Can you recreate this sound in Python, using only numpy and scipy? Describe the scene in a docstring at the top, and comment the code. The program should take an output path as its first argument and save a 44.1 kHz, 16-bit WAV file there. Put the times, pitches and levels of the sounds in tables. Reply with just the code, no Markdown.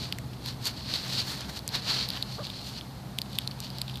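"""Two hens shuffle over dry leaf litter close to a mono microphone. From the start a distant engine
drones over a low outdoor rumble. Scrapes follow one another, swarms of tiny crackles that ring the
microphone port near 4.3 kHz; pecks and snapping stalks click in between. From 2.1 s footfalls also crush
the leaves, and at 2.4 s one hen gives a short soft cluck. After a lull near 3 s come sharp clicks and
fainter scrapes."""
import sys
import numpy as np
from scipy import signal
from scipy.fft import rfft, irfft, next_fast_len
from scipy.io import wavfile
from scipy.ndimage import map_coordinates

SR = 44100
rng = np.random.default_rng(int(sys.argv[2]) if len(sys.argv) > 2 else 0)


def to_wav(s):
    """Save 16-bit WAV."""
    ch = np.atleast_2d(s).T  # columns
    pcm = np.round(np.clip(ch, -1, 1) * 32767)  # PCM
    wavfile.write(sys.argv[1], SR, pcm.astype(np.int16))


N = 176400


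def amp(db):
    """Decibels to gain."""
    return 10 ** (np.asarray(db) / 20)


def unit(x):
    """Scale to rms 1."""
    return x / np.sqrt(np.mean(x ** 2) + 1e-20)


def filtered(x, response):
    """Zero-phase filter with gain response(hz)."""
    size = next_fast_len(len(x) + 8192)
    return irfft(rfft(x, size) * response(np.fft.rfftfreq(size, 1 / SR)), size)[:len(x)]


def colour(x, points):
    """Minimum-phase filter through (frequency [Hz], gain [dB]) points."""
    size = next_fast_len(N + 8192)
    hz, db = np.transpose(points)
    gain = amp(np.interp(np.log(np.fft.rfftfreq(size, 1 / SR) + 1), np.log(hz), db))
    cepstrum = irfft(np.log(gain), size)
    cepstrum[1:size // 2] *= 2
    cepstrum[size // 2:] = 0
    return irfft(rfft(x, size) * np.exp(rfft(cepstrum)), size)[:N]


def wobble(rate_hz):
    """Smooth random curve, rate_hz knots a second."""
    return map_coordinates(rng.standard_normal(4096), [np.arange(N) * rate_hz / SR], mode="wrap")


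def crackle(spectrum, per_s, spread_db):
    """Filtered random impulses, a few much larger than the rest; rms 1."""
    size = amp(spread_db * np.minimum(rng.exponential(size=N), 5))
    impulses = (rng.random(N) < per_s / SR) * size * rng.choice([-1, 1], N)
    return unit(colour(impulses, spectrum))


def engine():
    """Distant engine: three lines wavering in pitch and level."""
    # (frequency [Hz], level [dB])
    lines = [(64.7, -54), (128.8, -46), (193.8, -53.5)]
    drone = np.zeros(N)
    for hz, db in lines:
        level = amp(db + 2.2 * wobble(7.9))
        phase = 2 * np.pi * np.cumsum(hz + 2.575 * wobble(12)) / SR
        drone += level * unit(np.sin(phase))
    return drone


def outdoors():
    """Slowly fading low rumble and faint air noise."""
    # noise spectra (frequency [Hz], relative density [dB])
    rumble_spectrum = [(25, -37), (36, -25), (48, -12), (65, -4), (90, -3), (115, 2.5), (155, -2.5),
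                       (200, -2), (260, -6), (380, -15), (700, -25.5), (2000, -68.5)]
    air_spectrum = [(100, -1), (400, -1), (800, 4.5), (1200, -1.5), (2000, -7.5), (3000, -10), (4300, -3),
                    (5500, -12.5), (8000, -16.5), (10500, -17.5), (12000, -17), (15000, -17)]
    rumble_db, fade_db_per_s, air_db = -41, 1, -48.5
    t = np.arange(N) / SR
    rumble = amp(rumble_db - fade_db_per_s * t) * unit(colour(rng.standard_normal(N), rumble_spectrum))
    air = amp(air_db + 0.31 * wobble(3.22)) * unit(colour(rng.standard_normal(N), air_spectrum))
    return rumble + air


def cluck():
    """A creaky start jumps up to a short clear note, shaped by the throat."""
    # (time [s], pitch [Hz], level before throat [dB], roughness [0-1])
    contour = [(2.372, 265, -59, 0.76), (2.381, 299, -35, .8), (2.388, 468, -32, 0.5),
               (2.396, 558, -36, .35), (2.404, 616, -32.5, 0), (2.414, 583, -37.5, .3),
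               (2.44, 490, -53, .4)]
    # harmonics 1-3 (relative level [dB])
    harmonics = [0, -10.5, -13]
    # (frequency [Hz], gain [dB])
    throat = [(330, -24), (480, -5.5), (1250, 0), (1550, 0), (1800, -22)]
    t = np.arange(N) / SR
    times_s, *tracks = np.transpose(contour)
    hz, db, roughness = [np.interp(t, times_s, track) for track in tracks]
    phase = 2 * np.pi * np.cumsum(hz * (1 + 0.111 * roughness * wobble(400))) / SR
    voice = unit(sum(gain * np.sin(k * phase) for k, gain in enumerate(amp(harmonics), 1)))
    level = amp(db) * (t > times_s[0]) * (t < times_s[-1])
    return colour(voice * level * (1 + roughness * wobble(400)), throat)


def treads():
    """Leaves crackle for as long as a foot presses on them."""
    # (start [s], end [s], level [dB])
    footfalls = [(2.096, 2.18, -47), (2.42, 2.507, -48), (2.527, 2.788, -50), (3.33, 3.454, -47.5),
                 (3.624, 3.814, -54.5), (3.874, 3.991, -48.5)]
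    # (frequency [Hz], relative density [dB])
    spectrum = [(1200, -36), (2200, -13), (2900, 1), (3700, 3), (4500, 6.5), (5300, -5), (6500, -14.5),
                (9000, -19), (14000, -32)]
    edge_s = .012
    t = np.arange(N) / SR
    weight = sum(amp(db) * np.clip(np.minimum(t - start_s, end_s - t) / edge_s + .5, 0, 1)
                 for start_s, end_s, db in footfalls)
    return weight * crackle(spectrum, per_s=420, spread_db=3)


def clicks():
    """Pecks and snaps: fibres give way, then a crack and a brief ring scatter off ground and fence."""
    # levels before EQ (time [s], ring [dB], ring pitch [Hz], ring T60 [s], crack [dB])
    snaps = [(0.1252, -12, 3200, 0.0018, -33), (.1858, -23, 2000, .003, -23.5),
             (0.4606, -22, 4180, 0.0026, -33), (0.6558, -18, 4400, 0.0022, -17),
             (0.939, -13, 4100, 0.0043, -41), (1.4085, -29, 4340, .003, -25),
             (1.5917, -25, 4340, .004, -45), (1.678, -25, 4860, 0.0047, -13),
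             (1.6903, -22.5, 4300, 0.0035, -38), (2.0887, -18, 4360, 0.0017, -36),
             (2.1033, -16, 4230, 0.002, -31), (2.1353, -23.5, 3940, 0.0038, -39),
             (2.173, -22.5, 3200, 0.0038, -46), (2.226, -13, 4080, 0.0037, -25),
             (2.4688, -23.5, 3760, 0.0055, -35), (2.5017, -22, 3600, 0.0038, -41),
             (2.811, -26.5, 3400, 0.0044, -47), (3.187, -10.5, 3560, 0.0021, -13),
             (3.2174, -16, 4460, 0.0022, -19.5), (3.3312, -29, 3950, .004, -30),
             (3.3558, -29, 4320, .003, -35), (3.387, -8.5, 3450, 0.003, -18),
             (3.4756, -16, 4260, 0.006, -20.5), (3.512, -27.5, 4460, 0.008, -39),
             (3.6035, -30, 5000, 0.0036, -20), (3.703, -27.5, 4700, 0.0044, -45),
             (3.7848, -24, 4450, 0.0022, -27), (3.8166, -13.5, 4400, 0.0011, -19.5),
             (3.881, -25.5, 3500, 0.0035, -47), (3.897, -26, 3300, 0.0029, -44),
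             (3.9575, -25, 3600, 0.0043, -37), (3.973, -29, 3380, 0.0026, -30)]
    # (frequency [Hz], gain [dB])
    ring_eq = [(700, -42), (1500, -6.5), (2400, -0.5), (4800, 0.5), (6500, -5.5), (12000, 24)]  # small stalks radiate little bass
    crack_eq = [(500, -40), (1500, -18), (2600, -9), (4000, -3), (5200, 6), (9500, 1.5), (12500, 2),
                (15000, 2)]
    attack_s, crack_t60_s = .0002, .0035
    crunch_rise_s, crunch_db = .0022, -23
    scatter_t60_s, scatter_db = .025, -12.5
    n = SR // 20
    t = np.arange(n) / SR

    def mode(hz, t60_s):
        return np.sin(2 * np.pi * hz * t) * amp(-60 * t / t60_s) * (1 - np.exp(-t / attack_s))

    shared_ring = amp(-8.5) * mode(hz=4450, t60_s=.0029)
    rings, cracks = np.zeros((2, N + SR))
    for time_s, ring_db, hz, t60_s, crack_db in snaps:
        grit, scatter, fibres = rng.standard_normal((3, n))
        echo = scatter * amp(-60 * t / scatter_t60_s)
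        echo *= amp(scatter_db) / np.linalg.norm(echo)
        echo[0] = 1  # direct path
        ring = mode(hz, t60_s) + shared_ring
        crack = grit * amp(-60 * t / crack_t60_s)
        crack[0] += 2.8  # first break
        crack *= 2 / np.linalg.norm(crack)
        crunch = unit(signal.fftconvolve(fibres, ring)[:n]) * np.exp(-t[::-1] / crunch_rise_s)
        i = round(time_s * SR)
        rings[i - n:i] += amp(ring_db + crunch_db) * crunch
        rings[i:i + n] += amp(ring_db) * signal.fftconvolve(ring / np.abs(ring).max(), echo)[:n]
        cracks[i:i + n] += amp(crack_db) * signal.fftconvolve(crack, echo)[:n]
    return colour(rings, ring_eq) + colour(cracks, crack_eq)


def scrapes():
    """Swells of dense crackle ring the microphone port over a dull body and hiss; crumbs shake loose."""
    # (peak time [s], rise [s], fall [s], ring [dB], body [dB], hiss [dB])
    strokes = [(.035, 0.084, .05, -38.5, -46.5, -52), (.335, 0.0056, 0.0056, -44.5, -56, -66),
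               (0.483, 0.026, 0.025, -33.5, -41.5, -44.5), (.676, 0.024, 0.011, -29, -36, -35.5),
               (0.699, 0.016, 0.014, -39, -41.5, -46), (.79, 0.062, 0.079, -43.5, -51.5, -58),
               (.9, 0.036, 0.039, -34.5, -42, -52), (0.942, 0.013, 0.047, -29, -38, -44.5),
               (1.045, .012, 0.028, -45, -40, -66), (1.13, 0.086, 0.068, -34.5, -41, -44),
               (1.2, 0.06, 0.027, -28.5, -42, -46), (1.305, 0.076, 0.085, -38, -41, -43.5),
               (1.41, 0.058, 0.054, -42, -43, -64), (1.496, 0.017, 0.035, -46, -43, -49),
               (1.577, 0.03, 0.011, -38, -45, -44.5), (1.755, 0.021, 0.024, -30, -32, -45.5),
               (1.898, 0.03, 0.058, -26.5, -33, -44.5), (2.02, 0.12, 0.041, -30.5, -40, -56),
               (2.145, 0.05, 0.078, -41, -41, -55), (2.335, 0.053, 0.055, -41.5, -67, -54.5),
               (2.45, .022, 0.015, -37, -58, -60), (2.57, 0.15, 0.14, -44.5, -67, -67),
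               (2.675, 0.062, 0.075, -44, -63, -48.5), (2.78, .025, .014, -39, -51, -65),
               (3.355, 0.074, 0.028, -50, -64, -58), (3.41, .02, 0.023, -51, -52, -64),
               (3.513, 0.0046, 0.019, -47.5, -70, -66), (3.645, 0.034, 0.036, -41, -62, -53),
               (3.76, .03, 0.048, -47.5, -52, -65), (3.9, 0.029, 0.045, -54, -54, -73)]
    # scrape spectra (frequency [Hz], relative density [dB])
    ring_spectrum = [(1200, -30.5), (2200, -10), (2900, -7), (3600, -4), (4000, 2), (4350, 5.5),
                     (4650, 2.5), (5100, -5), (6200, -14), (8000, -20.5), (12000, -31)]  # microphone-port ring near 4.3 kHz
    body_spectrum = [(150, -9), (330, -3.5), (900, -2), (1800, -2.5), (2600, -9), (4000, 0), (8000, -23)]
    hiss_spectrum = [(3500, -9), (5500, 10), (7500, 6.5), (9000, 4), (10500, 0.5), (12000, 2), (14500, 3)]
    crumb_spectrum = [(1200, -9), (2300, -9), (3000, 2.5), (4300, -3.5), (5200, -5), (7000, -21.5),
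                      (14000, -41.5)]
    swell_exponent, flicker_db = 1.045, 1.2
    crumb_gain_db, crumb_db_per_ring_db = -25, .63
    t = np.arange(N) / SR
    power = np.zeros((3, N))
    for peak_s, rise_s, fall_s, *levels_db in strokes:
        width_s = np.where(t < peak_s, rise_s, fall_s)
        swell = np.exp(-(np.abs(t - peak_s) / width_s) ** swell_exponent)
        power += (amp(levels_db)[:, None] * swell) ** 2
    ring, body, hiss = np.sqrt(power)
    rub = sum(level * crackle(spectrum, per_s=5000, spread_db=2)
              for level, spectrum in [(ring, ring_spectrum), (body, body_spectrum), (hiss, hiss_spectrum)])
    crumb_level = amp(crumb_gain_db) * ring ** crumb_db_per_ring_db
    crumbs = crumb_level * crackle(crumb_spectrum, per_s=230, spread_db=3.5)
    return rub * amp(flicker_db * wobble(90)) + crumbs


def scene():
    """One microphone feeds both channels."""
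    return np.tile(scrapes() + treads() + clicks() + cluck() + engine() + outdoors(), (2, 1))


def record(dry):
    """Recorder band limit: a steep low-pass."""
    cutoff_hz, edge_hz = 14620, 300
    return np.array([filtered(x, lambda hz: np.clip((cutoff_hz - hz) / edge_hz + .5, 0, 1)) for x in dry])


dry = scene()
out = record(dry)
to_wav(out)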